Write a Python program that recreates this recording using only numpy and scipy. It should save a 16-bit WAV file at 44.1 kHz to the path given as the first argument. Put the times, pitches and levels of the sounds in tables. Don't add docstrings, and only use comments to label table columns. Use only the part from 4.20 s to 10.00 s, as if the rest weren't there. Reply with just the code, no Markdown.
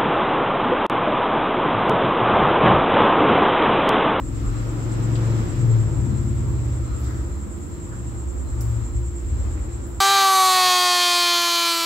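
import sys
import numpy as np
from scipy import signal
from scipy.fft import rfft, irfft
from scipy.io import wavfile
from scipy.ndimage import uniform_filter1d

SR = 44100
rng = np.random.default_rng(int(sys.argv[2]) if len(sys.argv) > 2 else 0)


def decibels_to_gain(level_db):
    exponent = np.asarray(level_db, float) / 20
    return 10 ** exponent


def dump(signal):
    limited = np.clip(np.atleast_2d(signal).T, -1, 1)
    pcm = np.round(limited * 32767).astype(np.int16)
    wavfile.write(sys.argv[1], SR, pcm)


N = 255895
T = np.arange(N) / SR
PORTS = np.array([[1], [-1]])

# time in seconds, gain in dB.
CLOSENESS = [(0, -8.5), (.07, -8), (.26, -4.5), (.6, -3), (.95, -1.4), (1.19, 1.3), (1.3, -2.5), (1.55, -3),
             (1.65, -5.5), (2.55, -8), (2.85, -8), (3.45, -11), (4.1, -11.5), (4.38, -9), (5.08, -11),
             (5.21, -7), (5.45, -10), (5.8, -11)]


def curve(table):
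    s, *columns = np.transpose(table)
    return [np.interp(T, s, c) for c in columns]


def tint(table, hz):
    f, db = np.transpose(table)
    return np.interp(np.log(np.maximum(hz, 1)), np.log(f), db, left=-99, right=-99)


def unit(x):
    return x / np.sqrt(np.mean(x ** 2))


def even(x):
    power = uniform_filter1d(np.mean(x ** 2, axis=0), int(.15 * SR))
    return x / np.sqrt(power)


def walk(rate):
    k = int(SR / rate)
    steps = np.repeat(rng.standard_normal(N // k + 1), k)
    return 1.38 * uniform_filter1d(uniform_filter1d(steps, k), k)[:N]


def noise(table):
    # frequency in Hz, left-right likeness from -1 to 1.
    likeness = [(60, 1), (130, 0.26), (290, 0.9), (640, 0.17), (1410, -0.14), (3100, -0.0025),
                (6820, -0.032), (15000, -0.081)]
    # frequency in Hz, left minus right in dB.
    lean = [(60, 0), (110, 6.5), (200, -1.5), (380, -3), (700, 3.5), (1290, -1), (2380, 2.5), (4400, 0),
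            (8120, -1), (15000, 3.5)]
    hz = np.fft.rfftfreq(N, 1 / SR)
    like_hz, like_value = np.transpose(likeness)
    like = np.interp(np.log(hz + 1), np.log([30, *like_hz]), [.98, *like_value])
    like = np.clip(like, -.9, .98)
    lean_db = np.interp(hz, *np.transpose(lean))
    mid, side = rfft(rng.standard_normal((2, N))) * decibels_to_gain(tint(table, hz))
    mid, side = mid * np.sqrt(1 + like), side * np.sqrt(1 - like)
    left, right = (mid + side) * decibels_to_gain(lean_db / 2), (mid - side) * decibels_to_gain(-lean_db / 2)
    return unit(irfft(np.array([left, right]), N))


def night_air():
    # frequency in Hz, level in dB per Hz.
    spectrum = [(6000, -16), (6800, 6.5), (8400, -1), (9000, 0), (9900, 2), (10250, -2), (11000, -0.5),
                (12000, -0.5), (14000, -2), (14800, 1), (16000, -2.5)]
    level_db = -57 + 0.35 * curve(CLOSENESS)[0]
    return decibels_to_gain(level_db + 0.34 * walk(1.4)) * noise(spectrum)


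def katydids():
    # frequency in Hz, level in dB per Hz.
    spectrum = [(3820, -37), (6500, -19), (6660, -15.5), (7230, 0), (7510, 4.5), (7900, -2.5), (8500, -27),
                (11000, -48.5), (18700, -120)]
    # throbs per second, depth in dB, phase in turns.
    groups = [(8.92, 2.11, .44), (10.44, 1.3, .19), (9.16, .91, .44), (8.72, .59, -.27)]
    throb_db = sum(db * np.cos(2 * np.pi * (rate * T + turns)) for rate, db, turns in groups)
    swell_db = np.cos(2 * np.pi * (T - 1.7) / 2.92)
    return decibels_to_gain(-46.5 + swell_db + 0.96 * throb_db + 0.59 * walk(67)) * noise(spectrum)


def cricket(hz=4107):
    # start in seconds, length in seconds, level in dB.
    chirps = [(.3, 0.12, -59), (0.668, 0.1, -56), (1.034, 0.13, -58), (1.447, .2, -62), (1.886, .14, -59),
              (2.26, .16, -64), (2.63, 0.15, -60), (3.082, .14, -63), (3.5, .14, -66), (3.823, 0.27, -66.5),
              (4.223, 0.16, -63), (4.55, 0.29, -67), (5.098, 0.16, -63), (5.46, 0.17, -67)]
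    gate = 0
    for start, length, db in chirps:
        edge = np.minimum(T - start, start + length - T)
        gate = gate + decibels_to_gain(db) * np.clip(3 * edge / length, 0, 1)
    neighbours = decibels_to_gain(-77 + 3.0 * walk(8))
    strokes = 1 + 0.31 * np.sin(2 * np.pi * 33 * T)
    wing = np.sin(2 * np.pi * hz * T + .6 * walk(20))
    tone = (gate + neighbours) * strokes * decibels_to_gain(1.5 * walk(30)) * wing
    return tone * decibels_to_gain(np.array([[.6], [-5.0]]))


def pump(hz=346.4, level_db=-42):
    whines = []
    for _ in PORTS:
        tone = np.sin(2 * np.pi * hz * T + walk(6))
        whines.append(decibels_to_gain(level_db + 1.9 * walk(6.9)) * tone)
    return np.array(whines)


def bursts(table, rise):
    out = 0
    for s, db, t60, low_hz, high_hz in table:
        age = np.maximum(T - s, 0)
        shape = np.minimum(age / (rise * t60), 1) * decibels_to_gain(-60 * age / t60)
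        band = [(.7 * low_hz, -25), (low_hz, 0), (high_hz, -1), (1.25 * high_hz, -25)]
        crackle = decibels_to_gain(1.2 * walk(400)) * noise(band)
        out = out + decibels_to_gain(db) * shape * crackle
    return out


def creases():
    # start in seconds, level in dB, t60 in seconds, lowest and highest frequency in Hz.
    snaps = [
        (.953, -40.5, 0.13, 2500, 5000),
        (3.712, -43, 0.37, 970, 1680),
        (4.4075, -35.5, .08, 4940, 16400),
        (4.41, -48.5, 0.64, 4460, 16500),
        (5.37, -50, .2, 1800, 2400),
        (5.66, -55, 0.52, 9000, 16100),
    ]
    return bursts(snaps, rise=0.017)


def brushes():
    # start in seconds, level in dB, t60 in seconds, lowest and highest frequency in Hz.
    strokes = [(.2, -41, 1.5, 1140, 1400), (.22, -14, 0.42, 40, 59.3), (1.15, -59, .5, 2000, 6000),
               (1.4, -34, 1.4, 330, 440), (1.75, -30, 3.2, 187, 223), (2.25, -45, 0.85, 905, 1140),
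               (2.27, -58, .3, 10000, 16300), (2.58, -45, 3.2, 1260, 1340),
               (2.77, -51.5, 0.85, 8500, 16500), (2.8, -48, 1.1, 3500, 8000),
               (2.85, -44.5, 0.84, 1190, 2000), (3.0, -35, 4.5, 158, 201), (3.36, -60, .4, 9002, 16000),
               (3.48, -47.5, 2.5, 182, 210), (3.52, -50.5, 3.9, 860, 1270), (4.3, -48.5, 2.7, 796, 1380)]
    return bursts(strokes, rise=0.049)


def street_low_db():
    return -30.5 + 0.55 * curve(CLOSENESS)[0] - 0.84 * T


def road():
    # frequency in Hz, level in dB per Hz.
    rumble_spectrum = [(12, -36), (20, -21), (48, -6), (82, -3.5), (105, -7.5), (166, -10), (257, -10),
                       (344, -6.5), (395, -20), (560, -29.5), (730, -44), (1230, -120)]
    roar_spectrum = [(250, -37), (420, -1), (563, -3.5), (713, -8.5), (1010, -6.5), (1130, -9),
                     (1310, -7.5), (1670, -16.5), (2000, -21), (2600, -37), (4400, -120)]
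    hiss_spectrum = [(1120, -8.5), (1900, 1), (3120, -5.5), (4230, -6.5), (4300, -8.5), (4560, -9),
                     (4930, -7), (6530, -8.5), (6700, -14), (8710, -16.5), (14700, -120)]
    near_db = curve(CLOSENESS)[0]
    rumble_db = street_low_db() + 3.0
    roar_db = -37.5 + .95 * near_db + 0.02 * T
    hiss_db = -45 + .95 * near_db
    rumble = decibels_to_gain(rumble_db + 1.23 * walk(6.22)) * noise(rumble_spectrum)
    roar = decibels_to_gain(roar_db + 0.9 * walk(9)) * noise(roar_spectrum)
    hiss = decibels_to_gain(hiss_db + 0.76 * walk(12)) * noise(hiss_spectrum)
    return rumble + roar + hiss


def mode_swells():
    # start, peak and end in seconds, level in dB, left minus right in dB.
    crossings = [(-.05, 0.297, 2.8, -27, 4.5), (0.557, 1.125, 1.31, -20.5, 3.5),
                 (1.318, 1.536, 1.74, -15.5, 4.5), (1.69, 1.778, 2.33, -23, 7),
                 (1.896, 2.35, 2.82, -24, -0.5), (2.677, 2.91, 3.15, -29.5, 0),
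                 (3.438, 3.85, 4.14, -29.5, -1), (4.26, 4.557, 4.69, -25, 3.5),
                 (4.702, 4.78, 4.93, -29.5, 3), (5.031, 5.12, 5.25, -33, 0),
                 (5.216, 5.32, 5.425, -35.5, -2), (5.415, 5.494, 5.75, -36, 4)]
    start, peak, end, db, pan_db = np.transpose(crossings)[:, :, None]
    rest, rest_pan_db = decibels_to_gain(-44) ** 2, -4.5
    ramp = np.clip(np.minimum((T - start) / (peak - start), (end - T) / (end - peak)), 0, 1)
    power = (decibels_to_gain(db) * np.sin(np.pi / 2 * ramp)) ** 2
    total = power.sum(axis=0) + rest
    lean_db = ((power * pan_db).sum(axis=0) + rest * rest_pan_db) / total
    return np.sqrt(total), lean_db


def firing_harmonics(count=22):
    # time in seconds, firing rate in Hz.
    speed = [(0, 20.3), (.24, 21.9), (.4, 22.6), (.65, 22.9), (1.07, 22.9), (1.19, 22.6), (1.33, 20.8),
             (1.49, 19.2), (1.62, 18.2), (1.72, 17.7), (2.1, 17.5), (2.75, 16.75), (3.4, 16.8),
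             (4.5, 16.15), (5.3, 15.1), (5.8, 15.5)]
    # frequency in Hz, level in dB.
    boom_tint = [(25, -38), (33, -14.5), (46, -5), (55, -3), (65, 6), (74, -1.5), (86, -2), (97, -18),
                 (110, -41)]
    drone_tint = [(80, -40), (97, -18), (106, -5), (114, 0), (123, -5), (130, -19), (138, -11), (150, -26),
                  (170, -50)]
    rasp_tint = [(140, -39), (180, 9.5), (210, -1), (240, 4.5), (280, 1.5), (320, 1.5), (370, -21),
                 (440, -29)]
    hz = curve(speed)[0]
    turn = 2 * np.pi * np.cumsum(hz) / SR
    pull_db_per_octave = -26 * np.clip((1.8 - T) / .3, 0, 1)
    boom, drone, rasp = 0, 0, 0
    for k in range(2, count):
        fade, wander, apart = walk(2.473), walk(3.735), walk(1.59)
        lag = PORTS * np.minimum((k * hz / 105) ** 1.4, 1) * (0.24 + 0.28 * apart)
        tone = np.sin(k * turn + rng.uniform(0, 2 * np.pi) + 0.14 * wander + lag)
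        boom_db = tint(boom_tint, k * hz) + pull_db_per_octave * np.log2(k / 2)
        boom = boom + decibels_to_gain(boom_db + 2.2 * fade) * tone
        drone = drone + decibels_to_gain(tint(drone_tint, k * hz) + fade) * tone
        rasp = rasp + decibels_to_gain(tint(rasp_tint, k * hz) + 6.7 * fade) * tone
    return even(boom), even(drone), even(rasp)


def engine():
    # time in seconds, frequency in Hz.
    hum_pitch = [(0, 116.6), (3.5, 116.7), (4.1, 115.5), (4.5, 114.1), (4.8, 116.5), (5.2, 116.1),
                 (5.8, 112.2)]
    # time in seconds, level in dB.
    load = [(0, -28), (.24, -29.5), (.6, -32), (1.55, -31.5), (1.72, -26), (2.3, -25), (3.09, -25.5),
            (3.45, -34), (3.75, -33), (4.1, -26.5), (4.55, -24.5), (4.66, -27), (4.76, -21), (4.97, -29),
            (5.13, -21), (5.3, -23), (5.6, -30.5), (5.8, -30.5)]
    # frequency in Hz, level in dB per Hz.
    thud = [(30, -30), (45, -12.5), (60, -4), (75, -10.5), (92, -12.5), (105, -31)]
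    boom, drone, rasp = firing_harmonics()
    mode, pan_db = mode_swells()
    lean_db = PORTS * pan_db / 2

    hum_turn = 2 * np.pi * np.cumsum(curve(hum_pitch)[0]) / SR
    hum = np.sqrt(2) * np.sin(hum_turn + 0.56 * walk(5.2) + PORTS * 0.11 * walk(1.46))
    far = np.clip((T - 3.42) / 0.32, 0, .9)
    drone = np.sqrt(1 - far ** 2) * drone + far * hum

    smear = 0.34 + 0.034 * T
    boom = even(np.sqrt(1 - smear ** 2) * boom + smear * noise(thud))

    boom = decibels_to_gain(curve(load)[0] + 0.44 * lean_db) * boom
    drone = mode * decibels_to_gain(lean_db) * drone
    rasp = decibels_to_gain(street_low_db() - 4.0 - 1.3 * T) * rasp
    return boom + drone + rasp


def scene():
    insects = katydids() + cricket()
    hands = creases() + brushes()
    return night_air() + insects + pump() + hands + road() + engine()


def top_cut(x):
    return signal.sosfilt(signal.butter(12, 16490, fs=SR, output="sos"), x)


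def record(dry):
    bass = signal.butter(3, 36, "high", fs=SR, output="sos")
    top = signal.ellip(12, .2, 80, 15740, fs=SR, output="sos")
    mix = signal.sosfilt(np.vstack([bass, top]), dry)
    return top_cut(mix)


dry = scene()
out = record(dry)
dump(out)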